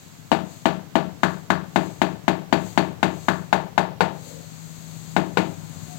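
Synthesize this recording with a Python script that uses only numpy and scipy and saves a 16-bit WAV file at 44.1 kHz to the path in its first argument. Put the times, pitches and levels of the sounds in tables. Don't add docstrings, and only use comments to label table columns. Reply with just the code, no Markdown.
import sys
import numpy as np
from scipy import signal
from scipy.fft import rfft, irfft
from scipy.io import wavfile
from scipy.ndimage import uniform_filter1d

SR = 44100
rng = np.random.default_rng(int(sys.argv[2]) if len(sys.argv) > 2 else 0)


def transcribe(signal):
    frames = np.atleast_2d(signal).T
    limited = np.clip(frames, -1, 1)
    pcm = np.round(limited * 32767).astype(np.int16)
    wavfile.write(sys.argv[1], SR, pcm)


N = 263718
TIME = np.arange(N) / SR
RING = TIME[:SR]
# (frequency [Hz], t60 [s])
ECHO_T60 = [(100, 0.75), (250, 0.48), (700, 0.46), (1500, 0.34), (4000, 0.38), (10000, 0.24)]


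def undb(db):
    return 10 ** (np.asarray(db) / 20)


def at_hz(hz, points):
    point_hz, value = np.transpose(points)
    return np.interp(np.log(np.maximum(hz, 1)), np.log(point_hz), value)


def at_time(points):
    return np.interp(TIME, *np.transpose(points))


def level(x, db):
    return x * undb(db) / np.sqrt(np.mean(x ** 2))


def colour(x, points):
    size = 8192
    hz = np.arange(size // 2 + 1) * SR / size
    cepstrum = irfft(np.log(undb(at_hz(hz, points))))
    cepstrum[1:size // 2] *= 2
    cepstrum[size // 2 + 1:] = 0
    impulse = irfft(np.exp(rfft(cepstrum)))
    return signal.fftconvolve(x, impulse)[:len(x)]


def noise(points, db):
    return level(colour(rng.standard_normal(N), points), db)


def swell(start, length):
    return np.sin(np.pi * np.clip((TIME - start) / length, 0, 1))


def fade(t60):
    return np.exp(-np.log(1000) * RING / t60)


def mode(hz, db, t60):
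    return undb(db) * np.sin(2 * np.pi * hz * RING) * fade(t60)


def low_pass(x, hz):
    return signal.sosfilt(signal.butter(2, hz, fs=SR, output="sos"), x)


def add(out, start, x):
    first = int(start * SR)
    out[first:first + len(x)] += x


def engine(firing_hz=16.15, drone_order=10, unevenness_db=0.6):
    # (time [s], throb level [dB], drone level [dB])
    idle = [(0, -46.5, -58), (1.001, -42.5, -47), (2.5, -44.5, -45), (4.2, -42.5, -43.5),
            (4.55, -47, -39.5), (5.0, -41.5, -37), (5.55, -38, -42), (5.98, -37.5, -38)]
    # (frequency [Hz], gain [dB])
    through_walls = [(40, -55.5), (70, -39), (85, -9.5), (115, -2), (160, 2.5), (185, -1.5), (215, -23),
                     (247, -5), (280, -13.5), (450, -27.5), (900, -53.5)]
    start, throb_db, drone_db = np.transpose(idle)
    turns = firing_hz * TIME
    firings = np.flatnonzero(np.diff(np.floor(turns)))
    pulses = np.zeros(N)
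    pulses[firings] = undb(unevenness_db * rng.standard_normal(len(firings)))
    throb = level(colour(pulses, through_walls), np.interp(TIME, start, throb_db))
    drone = np.sin(2 * np.pi * drone_order * turns)
    return throb + level(drone, np.interp(TIME, start, drone_db))


def hiss(trim_db=-1):
    # (time [s], level [dB])
    hiss_level = [(0.0, -48), (0.42, -53), (0.53, -43.5), (0.78, -54.5), (1.14, -55.5), (1.32, -47),
                  (1.58, -58.5), (1.84, -44), (2.18, -54), (2.48, -56), (2.68, -40), (2.97, -56.5),
                  (3.23, -42), (3.48, -51), (3.99, -62.5), (4.28, -39.5), (4.42, -44.5), (5.12, -42),
                  (5.25, -48.0), (5.98, -40.8)]
    # (frequency [Hz], gain [dB])
    hiss_colour = [(300, -12), (1500, -8), (3000, -7), (4400, 0.5), (5000, -7.5), (5900, -9), (6300, 3.5),
                   (7500, 2), (8400, -2.5), (8900, -16.5), (11000, -12), (12500, -9.5), (15500, -11.5)]
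    return noise(hiss_colour, trim_db + at_time(hiss_level))


def rumble():
    # (frequency [Hz], gain [dB])
    rumble_colour = [(25, -7), (55, -15), (100, 3), (170, -1), (270, -8.5), (400, -17.5), (700, -15.5),
                     (1200, -20), (2500, -28.5), (6000, -46)]
    # (time [s], level [dB])
    rumble_level = [(0, -46), (2.3, -42), (2.7, -39), (4.4, -43), (5.98, -38.5)]
    return noise(rumble_colour, at_time(rumble_level))


def circuit_noise():
    # (frequency [Hz], gain [dB])
    circuit_colour = [(30, -52), (60, -26), (120, 2), (200, -3), (400, -2.5), (1000, -7), (3000, -10.5),
                      (6000, -14.5), (10000, -25), (12500, -17.5), (15500, -18)]
    return noise(circuit_colour, db=-49.0)


def tile_ring(drift, spot_db, head_hz):
    # (frequency [Hz], relative level [dB], t60 [s])
    tile_modes = [(296.7, -19, 0.056), (494, -9.5, 0.029), (820.3, -5.5, 0.021), (953, -7, 0.017),
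                  (1077, -35, 0.027), (1462, -15.5, 0.052), (1720, -66, 0.013), (2240, -16, 0.0073),
                  (2910, -23, 0.03), (3680, -18.5, 0.013)]
    ring = 0
    for k, (hz, db, t60) in enumerate(tile_modes):
        ring = ring + mode(hz, db + spot_db * np.cos(drift * (k + 1)), t60)
    return low_pass(-ring, head_hz)


def echoed(x, trim_db):
    # (delay [s], level [dB])
    echoes = [(.0046, -13.5), (.0125, -18.5), (.0165, -47), (.0265, -14), (.033, -10), (.073, -18.5)]
    return x + sum(undb(db + trim_db) * np.interp(RING - delay, RING, x, left=0) for delay, db in echoes)


def standing_waves(t60_scale=0.81):
    # (frequency [Hz], relative level [dB])
    room_modes = [(87, -27), (154, -20), (182.5, -14), (206, -50), (222, -28), (233, -78), (289, -43),
                  (310, -21.5), (326, -17.5), (374, -29), (395, -22), (410, -28.5), (472, -44), (524, -37),
                  (573, -29), (621, -27), (643, -20.5), (668, -22), (707, -28.5), (735, -27), (802, -24),
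                  (851, -44), (881, -29), (906, -23), (936, -25), (1005, -30.5), (1074, -43.5), (1490, -45),
                  (1743, -27)]
    return sum((-1) ** k * mode(hz, db, t60_scale * at_hz(hz, ECHO_T60))
               for k, (hz, db) in enumerate(room_modes))


def reflections(early_db, early_t60, arrival_s, lumpy_db):
    # (frequency [Hz], gain [dB])
    wall_colour = [(40, -50.5), (115, -27), (170, -1), (260, 2.5), (950, -5), (1300, -6), (1650, -6.5),
                   (2000, -12), (2900, -16.5), (4600, -20), (5100, -30), (7400, -25), (9000, -38),
                   (15500, -40)]
    sizes = undb(lumpy_db * np.repeat(rng.standard_normal(len(RING) // 100), 100))
    spectrum = rfft(level(sizes * rng.standard_normal(len(RING)), 0))
    hz = np.arange(len(RING) // 2 + 1)
    centres = np.geomspace(60, 15000, 17)
    tail = 0
    for centre, pick in zip(centres, np.eye(len(centres))):
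        band = irfft(spectrum * at_hz(hz, np.column_stack([centres, pick])))
        decay = fade(at_hz(centre, ECHO_T60)) + undb(early_db) * fade(early_t60)
        tail = tail + band * decay
    onset = 1 - np.exp(-(RING / arrival_s) ** 2)
    return colour(tail * onset, wall_colour)


def chinks(out, t60=0.093):
    # (time [s], frequency [Hz], level [dB])
    edge_chinks = [(0.321, 4577, -33), (2.529, 4610, -26), (2.783, 4400, -25.5), (4.008, 4500, -27.5),
                   (5.374, 4690, -32)]
    for start, hz, db in edge_chinks:
        add(out, start, mode(hz, db, t60))


def knocks(tile_db=1.5, room_db=-3.0, scatter_db=-4.0, spot_db=2, head_hz=4200, far_wall_db=-7):
    # (time [s], strength [dB], hardness as extra treble [dB], spot struck)
    blows = [(0.3166, 0.5, 0, "middle"), (0.6561, 0, 0, "middle"), (0.9549, 0.5, -2.5, "middle"),
             (1.233, -0.2, 0.5, "edge"), (1.5031, -0.5, 0, "edge"), (1.7596, -0.3, -0.5, "bedded"),
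             (2.0166, -1.34, 1, "bedded"), (2.2801, -0.7, 0.3, "bedded"), (2.5264, 0.46, 0.3, "bedded"),
             (2.7758, 0.5, 0.8, "bedded"), (3.0294, -1, 2, "bedded"), (3.2842, -0.8, -0.1, "edge"),
             (3.5278, 0, 0, "hollow"), (3.7785, -0.1, -0.4, "hollow"), (4.0066, 0, 1, "hollow"),
             (5.1648, -0.6, -0.9, "bedded"), (5.372, -0.76, 2.2, "bedded")]
    spot_colours = {"middle": [(90, -4), (180, -1), (300, 0.5), (450, -3), (650, 1.5), (870, 0),
                    (1150, 0.5), (1600, -1.5), (2900, 2), (4500, -1)], "edge": [(90, -0.5), (180, 0.2),
                    (300, -3), (450, -3), (650, -2), (870, -1.5), (1150, 3), (1600, 3), (2400, -0.5),
                    (4500, -0.5)], "bedded": [(180, -0.4), (300, 2), (450, -1), (650, 0.5), (870, 0.5),
                    (1150, -1.5), (1600, -2.5), (2400, 2.1), (4500, -1)], "hollow": [(180, -2.5), (300, -7),
                    (450, 0), (650, 1.5), (870, 4.5), (1150, 0), (1600, 0), (2400, 1.5), (4500, -0.5)]}
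    hard_from_hz, hard_full_hz = 590, 2540
    room = standing_waves()
    here, there = (reflections(early_db=5.5, early_t60=0.069, arrival_s=0.00083, lumpy_db=1.5)
                   for _ in range(2))
    returning = swell(0.111, 0.024)[:len(RING)] * mode(182, -6.5, 0.64)
    space = undb(room_db) * room + undb(far_wall_db) * returning
    drifts = np.cumsum(0.6 * rng.standard_normal(len(blows)))
    out = np.zeros(N + len(RING))
    for (start, strength_db, hard_db, spot), drift in zip(blows, drifts):
        tile = echoed(tile_ring(drift, spot_db, head_hz), trim_db=-2.5)
        scatter = np.cos(drift) * here + np.sin(drift) * there
        knock = undb(tile_db) * tile + space + undb(scatter_db) * scatter
        contact = [(hard_from_hz, strength_db), (hard_full_hz, strength_db + hard_db)]
        add(out, start, colour(colour(knock, spot_colours[spot]), contact))
    chinks(out)
    return out[:N]


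def scuff(start=4.17, length=0.33):
    # (frequency [Hz], gain [dB])
    scuff_colour = [(200, -8), (290, 4), (350, -16), (430, -2), (550, 6), (660, -9), (760, -12),
                    (1500, -31), (4000, -39), (8000, -36)]
    return swell(start, length) * noise(scuff_colour, db=-40.5)


def far_tones(waver_hz=6):
    # (time [s], length [s], frequency [Hz], peak level [dB])
    tones = [(5.5, .24, 945, -53), (5.86, .13, 718, -40)]
    waver = waver_hz * level(uniform_filter1d(rng.standard_normal(N), size=700), 0)
    out = np.zeros(N)
    for start, length, hz, db in tones:
        phase = 2 * np.pi * np.cumsum(hz + waver) / SR
        out += undb(db) * swell(start, length) * np.sin(phase)
    return out


def scene(low_cut_hz=88):
    air = engine() + knocks() + scuff() + far_tones()
    microphone = signal.sosfilt(signal.butter(6, low_cut_hz, "high", fs=SR, output="sos"), air)
    return np.array([microphone + hiss() + rumble(), circuit_noise()])


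def record(dry, low_cut_hz=45, top_hz=15900):
    rounded = dry / (1 + dry ** 4) ** (1 / 4)
    rounded = signal.sosfilt(signal.butter(2, low_cut_hz, "high", fs=SR, output="sos"), rounded)
    return signal.sosfilt(signal.ellip(8, .2, 70, top_hz, fs=SR, output="sos"), rounded)


dry = scene()
out = record(dry)
transcribe(out)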